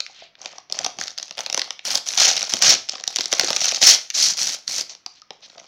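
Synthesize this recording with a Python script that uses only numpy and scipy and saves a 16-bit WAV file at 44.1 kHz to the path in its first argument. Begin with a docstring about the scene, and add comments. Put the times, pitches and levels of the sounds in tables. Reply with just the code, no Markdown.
"""Hands pick open a small present in thin glossy wrapping paper, close to the microphone in a furnished room.
Creases snap through in milliseconds: noise bursts and damped sines excite facets, sheet and hollow.
Pulling and peeling crowd tiny buckles into rasping bursts: random impulses set the power of filtered noise.
Fingers bump, tap, drag and slide by shaped noise and decaying sines, over a faint hush of filtered noise.
Scattered echoes follow every sound of the wrap, and the loudest snaps overload the microphone."""
import sys
import numpy as np
from scipy import signal
from scipy.fft import rfft, irfft
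from scipy.io import wavfile
from scipy.ndimage import uniform_filter1d

SR = 44100
rng = np.random.default_rng(int(sys.argv[2]) if len(sys.argv) > 2 else 0)


def master(y):
    """Save y as 16-bit WAV."""
    cut = np.clip(np.atleast_2d(y).T, -1, 1)
    pcm = np.round(cut * 32767)  # scale
    wavfile.write(sys.argv[1], SR, pcm.astype(np.int16))


N = 250263
TIME = np.arange(N) / SR


def undb(db):
    """Amplitude law: 20 dB is a tenfold gain."""
    return 10 ** (np.asarray(db) / 20)


def unit(x):
    """Normalisation: scale to rms 1."""
    return x / np.sqrt(np.mean(x ** 2) + 1e-20)


def add(track, s, sound):
    """Superposition: mix a sound into the track from time s."""
    i = int(np.clip(s * SR, 0, N - 1))
    track[i:i + len(sound)] += sound[:N - i]


def response(points, size=2048):
    """Minimum phase: the causal, unit-energy impulse response of a (Hz, dB) spectrum."""
    hz, db = np.transpose(points)
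    log_hz = np.log(np.fft.rfftfreq(size, 1 / SR) + 1)
    gain = undb(np.interp(log_hz, np.log(hz), db))
    # folding the cepstrum onto positive times makes the response causal
    cepstrum = irfft(np.log(gain))
    cepstrum[1:size // 2] *= 2
    cepstrum[size // 2 + 1:] = 0
    h = irfft(np.exp(rfft(cepstrum)))[:size // 2]
    return h / np.linalg.norm(h)


def ringing(modes, size=2048):
    """Modal superposition: damped sines, wider modes dying sooner, with unit energy in all."""
    t = np.arange(size) / SR
    h = np.zeros(size)
    for k, (hz, width, db) in enumerate(modes):
        decay = np.exp(-np.pi * width * t)
        sign = (-1) ** k  # neighbours alternate in sign
        h += sign * undb(db) * width * decay * np.sin(2 * np.pi * hz * t)
    return h / np.linalg.norm(h)


def through(x, h):
    """Linear filtering: convolve a sound with an impulse response."""
    return signal.fftconvolve(x, h)[:len(x)]


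def burst(decay_s, size=2048):
    """Impulsive excitation: noise that starts at once and decays exponentially."""
    return rng.standard_normal(size) * np.exp(-np.arange(size) / SR / decay_s)


def buckles(rate, spread_db, grain_s, rub, window=1700):
    """Shot noise: power of random, uneven buckles, its local mean held near 1, over smooth rubbing."""
    sizes = undb(spread_db * np.minimum(rng.exponential(size=N), 4))
    hits = (rng.random(N) < rate / SR) * sizes ** 2
    power = signal.lfilter([1], [1, -np.exp(-1 / (grain_s * SR))], hits)
    local = uniform_filter1d(uniform_filter1d(power, size=window), size=window)
    return power / (np.abs(local) + 0.0014 * power.mean()) + rub


# spectrum of the room's hush: frequency_hz, relative_level_db
HUSH_SPECTRUM = [(30, -7.5), (150, 4), (700, -2.5), (2000, 0.5), (6000, -6), (7600, -35.5), (16000, -29)]


def hush():
    """Stationary noise: a steady, coloured background at -65 dB rms."""
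    return undb(-65.0) * through(rng.standard_normal(N), response(HUSH_SPECTRUM))


ROOM_T60_S, ROOM_DB = 0.33, -13.5


def room(x, first_s=0.0069, size=22050):
    """Diffuse reverberation: scattered echoes from the table and furniture decay exponentially."""
    t = np.arange(size) / SR
    onset = np.clip(t / first_s - .5, 0, 1)
    tail = rng.standard_normal(size) * undb(-60 * t / ROOM_T60_S) * onset
    colour = response([(100, 0), (700, 3.0), (2000, 2.5), (6200, -1.5), (8500, -5), (16000, -3.5)])
    tail = through(tail, colour)
    return x + undb(ROOM_DB) * through(x, tail / np.linalg.norm(tail))


# spectrum of the parcel's bulk: frequency_hz, relative_level_db
BULK_SPECTRUM = [(30, -24.5), (90, -10), (170, -9.5), (270, 3), (450, 2), (800, -1), (3000, -63.5)]
# fingers bump the parcel: start_s, level_db (peak, before a common gain)
PARCEL_BUMPS = [(0.85, -47), (1.574, -48), (2.54, -27.5), (2.648, -49.5), (2.668, -36), (2.698, -53),
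                (2.723, -49), (3.19, -31.5), (3.332, -34), (3.397, -36), (3.434, -25), (3.505, -35),
                (3.722, -34.5), (3.829, -29), (3.861, -44), (5.306, -45.5)]


def bumps():
    """Soft impact: a fingertip's slow-decaying burst excites the low bulk of the parcel."""
    out, bulk = np.zeros(N), response(BULK_SPECTRUM)
    for s, db in PARCEL_BUMPS:
        thud = through(burst(0.0078), bulk)
        add(out, s, undb(db + 3.5) * thud / np.abs(thud).max())
    return out


# fingertips tap the taut wrap: start_s, level_db (before onset and decay), pitch_hz, t60_s
WRAP_TAPS = [(.098, -39.5, 790, 0.027), (.223, -30.5, 670, 0.026), (.808, -25.5, 723, 0.045),
             (.864, -19, 724, 0.029), (.987, -51, 806, .035), (1.014, -10, 1720, 0.0066),
             (3.437, -17, 520, 0.018), (3.722, -25, 671, 0.038), (5.064, -34.5, 728, 0.035),
             (5.221, -40, 1260, 0.033), (5.306, -30, 693, 0.031), (5.574, -39.5, 692, 0.068)]


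def taps():
    """Membrane vibration: the drum-tight wrap sounds one damped mode, softened at its onset."""
    out, t = np.zeros(N), np.arange(SR // 8) / SR
    press = 1 - np.exp(-t / 0.00029)
    for s, db, hz, t60 in WRAP_TAPS:
        add(out, s, undb(db - 60 * t / t60) * press * np.sin(2 * np.pi * hz * t))
    return out


def stroke(length, h, edge, grit):
    """Sliding friction: filtered noise, rough with tiny catches, swells and dies away."""
    count = int(length * SR)
    catches = buckles(260, spread_db=0, grain_s=0.0024, rub=0)
    rubbing = through(np.sqrt(1 + grit * catches) * rng.standard_normal(N), h)
    return unit(rubbing[-count:]) * signal.windows.tukey(count, edge)


# spectrum of the shuddering wrap: frequency_hz, relative_level_db
SHUDDER_SPECTRUM = [(30, -14), (70, -16), (115, 0.5), (180, 2.5), (270, 0), (400, -3.5), (800, -37),
                    (3000, -62)]
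# the wrap is dragged over the parcel: centre_s, length_s, level_db (rms before the fades)
WRAP_DRAGS = [(0.837, 0.13, -53), (1.006, 0.1, -51.5), (1.91, .16, -53), (2.69, 0.18, -40),
              (3.89, 0.15, -53), (4.25, 0.2, -50), (4.446, 0.19, -52.5), (4.76, 0.21, -55)]


def drags():
    """Rough friction: strong catches make the dragged wrap shudder at low frequencies."""
    out, shudder = np.zeros(N), response(SHUDDER_SPECTRUM)
    for s, length, db in WRAP_DRAGS:
        add(out, s - length / 2, undb(db) * stroke(length, shudder, edge=0.55, grit=1.9))
    return out


# fingertips slide on the glossy face: centre_s, length_s, level_db (rms before the fades), colour_hz
FINGERTIP_SLIDES = [(0.21, 0.23, -45.5, 3200), (0.517, 0.39, -56, 2010), (5.174, 0.061, -52, 3970),
                    (5.444, 0.065, -41.5, 4070)]


def slides():
    """Smooth friction: weak catches leave a whisper with one broad spectral peak."""
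    out = np.zeros(N)
    for s, length, db, hz in FINGERTIP_SLIDES:
        colour = response([(hz / 4, -22), (hz / 1.6, -7), (hz, 0), (hz * 1.52, -5), (7000, -28), (9000, -50)])
        add(out, s - length / 2, undb(db) * stroke(length, colour, edge=1, grit=0.29))
    return out


# spectra of small stiff facets, the wider sheet and the finest cracks: frequency_hz, relative_level_db
FACET_SPECTRUM = [(1500, -30.5), (3000, -17.5), (3700, -6), (4900, -3), (5800, -0.5), (6600, -6),
                  (7300, -11.5), (8100, -18), (10000, -48), (16000, -56.5)]
SHEET_SPECTRUM = [(300, -43), (900, -20.5), (1300, -4.5), (2000, 1), (3100, 4.5), (3800, 5), (5500, -49),
                  (12000, -83.5)]
SIZZLE_SPECTRUM = [(4000, -58.5), (7000, 9), (8500, 9), (11000, 4), (15500, -6)]
# modes of the air and paper around the present: pitch_hz, width_hz, relative_level_db
HOLLOW_MODES = [(158, 71, -13.5), (296, 91, -9), (400, 113, -6.5), (560, 113, 1), (750, 151, 2.5),
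                (1216, 396, -6.5)]


def paper_responses():
    """Resonance: impulse responses of facets, sheet, fine cracks and hollow colour each excitation."""
    return response(FACET_SPECTRUM), response(SHEET_SPECTRUM), response(SIZZLE_SPECTRUM), ringing(HOLLOW_MODES)


ATTACK_DB_PER_S, RELEASE_DB_PER_S = 1301, 543  # how a move takes hold and lets go
ARCH = 1.12  # exponent that rounds its crest
HOLD_DB = -84  # the wrap creaks faintly while it is only held
# moves of the hands on the wrap: start_s, crest_s, end_s, level_db (at the crest), swell_db,
# contact_db (with the parcel), sizzle_db
HAND_MOVES = [(0.0, .02, 0.25, -54.5, 2, -5, -11), (0.392, 0.444, 0.6, -44.5, 11, 5, -9),
              (0.71, 0.81, 0.9, -39, 9.5, 7.5, -3), (0.975, 0.994, 1.125, -33, 14.5, -1, -2),
              (1.178, 1.23, 1.36, -45.5, 6.5, -2, 0), (1.368, 1.378, 1.52, -40, 17, 12, 11),
              (1.5, 1.579, 1.74, -37.5, 19, 4.5, 3), (1.856, 1.93, 1.974, -26, 2, 4, 7.5),
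              (2.067, 2.103, 2.21, -30.5, 2.5, 0.5, 6.5), (2.175, 2.232, 2.31, -12, 6, 3, -2.5),
              (2.308, 2.339, 2.49, -29, 5.5, 2.5, 1.5), (2.498, 2.53, 2.58, -29, -1, 0, 2),
              (2.622, 2.704, 2.73, -12.5, 1.5, 3.5, -4), (2.89, 2.922, 3.01, -38, 6.5, 4.5, -16),
              (3.063, 3.235, 3.3, -35, 6, 1, 1), (3.315, 3.452, 3.575, -29, 2, -0.5, 1),
              (3.58, 3.641, 3.783, -20, 10.5, -0.5, -0.5), (3.818, 3.89, 3.95, -6.5, 10.5, .5, 1),
              (4.146, 4.232, 4.325, -14, 10, -6.5, 0.5), (4.372, 4.416, 4.55, -21.5, 8, -3.5, 4.5),
              (4.683, 4.788, 4.815, -23.5, 7, -4.5, 4), (4.893, 4.908, 4.925, -37.5, 4.5, -4, -11),
              (5.075, 5.12, 5.2, -57.5, 3, -22, -8), (5.32, 5.337, 5.36, -59, 5, 2, -9),
              (5.403, 5.46, 5.8, -54, 8, -0.5, -4), (5.55, 5.601, 5.67, -59.5, 2, 8.5, -7)]


def handling():
    """Energy summation: moves that take hold, crest and let go add as powers; level, contact, sizzle in dB."""
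    power = np.full((3, N), undb(HOLD_DB) ** 2)
    for start, crest, end, db, swell_db, contact_db, sizzle_db in HAND_MOVES:
        before = (crest - TIME) / max(crest - start, 1e-3)
        after = (TIME - crest) / max(end - crest, 1e-3)
        away = np.clip(np.maximum(before, after), 0, 1)
        outside_db = ATTACK_DB_PER_S * np.maximum(start - TIME, 0) + RELEASE_DB_PER_S * np.maximum(TIME - end, 0)
        gain = undb(db - swell_db * away ** ARCH - np.minimum(outside_db, 120))
        power += np.outer(undb([0, contact_db, sizzle_db]), gain) ** 2
    level_db, contact_db, sizzle_db = 10 * np.log10(power)
    return level_db, contact_db - level_db, sizzle_db - level_db


# how finely the paper gives way, coarse in picking: time_s, rate_per_s (buckles at zero effort)
BUCKLE_GRAIN = [(0, 1400), (.55, 1030), (.8, 374), (1.8, 310), (1.9, 610), (2.25, 460), (2.4, 260),
                (2.7, 670), (3.0, 256), (3.75, 305.4), (3.88, 600), (4.2, 1200), (4.45, 840), (4.85, 1270),
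                (5.6, 790)]


def grain_rate(s):
    """Event density: buckles a second at moderate effort, interpolated in time."""
    return np.interp(s, *np.transpose(BUCKLE_GRAIN))


# each part against the facets: dB at moderate effort, dB per dB of effort; gentle moves sizzle less
FLEX_LAW, HOLLOW_LAW, SIZZLE_LAW = (-6.5, -0.12), (-14.5, -0.41), (-20.5, 0.088)
FLEX_CONTACT = 0.69  # share of the contact with the parcel that also flexes the sheet
# kinds of facet, each partly buckling at its own moments: pitch_hz, width_hz, level_db
FACET_KINDS = [(3730, 1400, -13.5), (4350, 410, -8.5), (5330, 940, -7), (5970, 1600, -3.5),
               (6690, 1100, -6)]
# broad panels of the sheet that partly flex on their own: pitch_hz, width_hz, level_db
SHEET_PANELS = [(1440, 1460, -8), (2320, 690, -8.5), (3190, 560, -5.5)]


def crackle(hands, facets, sheet, sizzle, hollow):
    """Crackling noise: the harder the wrap is pulled, the louder, denser and brighter its buckles."""
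    level_db, contact_db, bright_db = hands
    effort = level_db + 30  # dB about a moderate pull
    sheet_db = FLEX_LAW[0] + FLEX_LAW[1] * effort + FLEX_CONTACT * contact_db
    hollow_db = HOLLOW_LAW[0] + HOLLOW_LAW[1] * effort + contact_db
    sizzle_db = SIZZLE_LAW[0] + SIZZLE_LAW[1] * effort + bright_db
    rate = grain_rate(TIME) * undb(.55 * effort)
    shared = buckles(rate, spread_db=4.5, grain_s=0.00066, rub=0.014)

    def part(h, own, sparse):
        """Partial coherence: buckles of the whole sheet and sparser ones of its own shake one part."""
        separate = buckles(sparse * rate, spread_db=5.5, grain_s=0.00096, rub=0.012)
        power = (1 - own) * shared + own * separate
        return through(np.sqrt(power) * rng.standard_normal(N), h / np.linalg.norm(h))

    crisp, flex = np.zeros(N), np.zeros(N)
    for hz, width, db in FACET_KINDS:
        stiff_db = 0.08 * effort * np.log2(hz / 5400)  # small, high facets need more force to flip
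        facet = through(facets, ringing([(hz, width, 0)]))
        crisp += undb(db + stiff_db) * part(facet, own=0.41, sparse=.35)
    for hz, width, db in SHEET_PANELS:
        panel = through(sheet, ringing([(hz, width, 0)]))
        flex += undb(db) * part(panel, own=0.48, sparse=0.28)
    body = undb(hollow_db) * part(hollow, own=0.63, sparse=.18)
    fine = undb(sizzle_db) * part(sizzle, own=0.091, sparse=0.71)
    return undb(level_db) * (crisp + undb(sheet_db) * flex + body + fine)


LESSER_PER_S, LESSER_HZ, LESSER_DETUNE = 30, 5340, .15  # mean rate, centre ring, scatter of log pitch
LESSER_DB, LESSER_SPREAD_DB, LESSER_MAX_DB = 17.5, 4, -8.5  # peak over the crackle, its scatter and limit
LESSER_GRAIN_DB = -5  # per doubling of the grain's rate: smooth pulls flip only small creases
LESSER_FLEX_DB, LESSER_HOLLOW_DB, LESSER_COLOUR_DB = -22.5, -35, 4.5  # parts against the peak; their scatter


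def lesser_creases(level_db, count=300):
    """Clustered random events: rows for snaps() whose strength follows the pull on the wrap."""
    gaps, size, pitch, flex, depth = np.transpose(rng.standard_normal((count, 5)))
    s = np.cumsum(gaps ** 2) / LESSER_PER_S  # squared normal gaps come in clusters
    fine = np.log2(grain_rate(s) / 400)
    db = np.interp(s, TIME, level_db) + LESSER_DB + LESSER_GRAIN_DB * fine + LESSER_SPREAD_DB * size
    db = np.minimum(db, LESSER_MAX_DB)
    hz = LESSER_HZ * np.exp(LESSER_DETUNE * pitch)
    flex_db = db + LESSER_FLEX_DB + LESSER_COLOUR_DB * flex
    hollow_db = db + LESSER_HOLLOW_DB + LESSER_COLOUR_DB * depth
    return np.transpose([s, db, hz, flex_db, hollow_db])[s < TIME[-1]]


SNAP_CREST_DB = 11.5  # nominal peak over the body
SNAP_FLEX_DB, SNAP_HOLLOW_DB = 2, 1  # gains of the sheet's flexing and the hollow's answer
# creases that snap through: start_s, peak_db (nominal), ring_hz (of the facet),
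# flex_db (of the sheet, before its gain), hollow_db (its answer, before its gain)
CREASE_SNAPS = [(0.004, -5.5, 4070, -28.5, -42.5), (0.064, -21.5, 5430, -33, -64),
                (0.353, -37, 4170, -44.5, -65), (0.416, -20.5, 6400, -51, -63),
                (0.458, -13.5, 4500, -30, -34.5), (0.583, -19.5, 5630, -49, -36.5),
                (0.699, -22.5, 6000, -41, -46), (0.724, -4, 5600, -37, -36.5),
                (0.789, -5, 5960, -27.5, -45), (0.845, -6.5, 5480, -30.5, -31),
                (0.848, -7, 4600, -29, -34.5), (0.863, -5, 5800, -24.5, -31),
                (0.987, -16, 6200, -31.5, -33), (1.012, -8.5, 6440, -33, -35), (1.037, -12, 5600, -41, -49),
                (1.08, -12, 5370, -33, -57), (1.178, -13.5, 4350, -33, -46), (1.184, -9.5, 4960, -36, -46),
                (1.198, -18, 5210, -36.5, -42), (1.228, -12.5, 6400, -38, -44.5),
                (1.309, -15.5, 5960, -36, -38.5), (1.38, -16, 4830, -29.5, -34),
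                (1.39, -12.5, 5200, -29, -34), (1.406, -10.5, 5960, -32.5, -37.5),
                (1.462, -8, 4100, -29.5, -37.5), (1.499, -9.5, 5540, -26, -34), (1.527, -6, 5620, -29, -36),
                (1.545, -2.5, 6230, -24, -28.5), (1.576, -4.5, 5940, -23.5, -22.5),
                (1.594, -4.5, 4960, -25.5, -47), (1.617, -4.5, 4140, -23, -40),
                (1.706, -10, 5130, -26, -35), (1.792, -22, 3330, -32.5, -48.5),
                (1.905, -7, 5000, -28.5, -35), (1.954, 2, 5110, -25.5, -28.5),
                (2.087, -4, 6100, -34, -48.5), (2.136, -12, 5850, -28.5, -39.5),
                (2.185, -1.5, 5760, -19.5, -47), (2.366, -5, 5300, -27, -34), (2.377, -5.5, 5400, -24, -49),
                (2.418, -10, 3660, -27, -39), (2.428, -3.5, 5820, -31, -30.5), (2.537, 1, 5700, -21, -27.5),
                (2.695, 5, 5640, -28, -33.5), (2.888, -14, 5209, -30.5, -44), (2.894, -3.5, 5460, -34, -47),
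                (2.955, -19, 5140, -36.5, -37), (3.038, -11, 5550, -30.5, -44), (3.077, -2, 5780, -26, -34),
                (3.16, -1, 5700, -28.5, -34.5), (3.167, -8, 5750, -29.5, -41),
                (3.186, -5, 4430, -24.5, -29), (3.208, -4, 5030, -26.5, -34),
                (3.257, -5.5, 5330, -37, -36.5), (3.327, 0.5, 6120, -16, -21),
                (3.336, -3.5, 5360, -24, -26), (3.396, 6.5, 4370, -13, -25), (3.411, -6, 6000, -29, -24.5),
                (3.445, -5, 5900, -29, -33), (3.483, -10, 5580, -31, -27.5),
                (3.504, -3, 5280, -22.5, -20.5), (3.53, -6.5, 5260, -22, -34),
                (3.563, -1.5, 6060, -22.5, -33.5), (3.567, -3.5, 5580, -26, -30.5),
                (3.616, -7.5, 5850, -25, -29), (3.656, -1.5, 6150, -27, -33), (3.72, -12, 6020, -33.5, -34),
                (3.816, -6, 4500, -26, -28), (3.827, 1.5, 4270, -18, -35), (4.102, -8, 5800, -28, -64),
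                (4.109, -20, 6050, -35, -66.5), (4.15, -7, 6600, -39, -48), (4.678, -5, 4400, -32.5, -56),
                (4.81, -5.5, 5100, -36, -39), (4.95, -24, 5730, -46, -50.5),
                (5.062, -11.5, 4810, -35, -38.5), (5.218, -27, 5348, -55, -70),
                (5.306, -21.5, 5240, -34, -32), (5.499, -31, 4380, -47, -54), (5.581, -29, 4600, -43, -44),
                (5.598, -25.5, 6300, -44, -46)]


def snaps(creases, facets, sheet, sizzle, hollow):
    """Snap-through buckling: the facet rings for a millisecond, the sheet flexes and the hollow answers."""
    out, t = np.zeros(N), np.arange(2048) / SR
    spread = np.sqrt(.003 * SR / len(t))  # refers rms levels to 3 ms
    for s, peak_db, hz, flex_db, answer_db in creases:
        db = peak_db - SNAP_CREST_DB
        hollow_db = answer_db + SNAP_HOLLOW_DB - db
        sheet_db = flex_db + SNAP_FLEX_DB - db
        ring = t * np.exp(-t / 0.00044) * np.sin(2 * np.pi * hz * t)
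        shiver = undb(-15.5) * unit(burst(0.0014))  # the paper around the crease trembles on
        crack = unit(burst(0.0015)) + shiver
        tick = 1.13 * unit(through(ring, facets)) + unit(through(crack, facets))
        # gentle snaps are dull; hard snaps of small, high facets have a sharp edge
        top_hz = np.clip(7800 * undb(0.065 * (db + 12)), 5000, 15000)
        tick = unit(signal.sosfilt(signal.butter(8, top_hz, fs=SR, output="sos"), tick))
        edge_db = -24.5 + 0.42 * (db + 21.0) + 6.3 * np.log2(hz / 5400)
        edge = undb(edge_db) * unit(through(burst(0.00055), sizzle))
        flex = undb(sheet_db) * unit(through(unit(burst(0.0019)) + shiver, sheet))
        pop = undb(hollow_db) * unit(through(burst(0.0022), hollow))
        add(out, s, undb(db) * spread * (tick + flex + pop + edge))
    return out


def scene():
    """Superposition: the wrap and the parcel sound together in a quiet room."""
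    paper = paper_responses()
    hands = handling()
    touches = bumps() + taps() + drags() + slides()
    lesser = snaps(lesser_creases(hands[0]), *paper)
    wrap = crackle(hands, *paper) + snaps(CREASE_SNAPS, *paper) + lesser
    return (room(wrap + touches) + hush())[None]


TOP_HZ = 15750


def record(dry, ceiling=1.0):
    """Saturation and band limiting: the microphone flattens the tallest peaks and cuts the top."""
    rounded = dry / (1 + (dry / ceiling) ** 4) ** (1 / 4)
    return signal.sosfilt(signal.ellip(8, .2, 70, TOP_HZ, fs=SR, output="sos"), rounded)


dry = scene()
out = record(dry)
master(out)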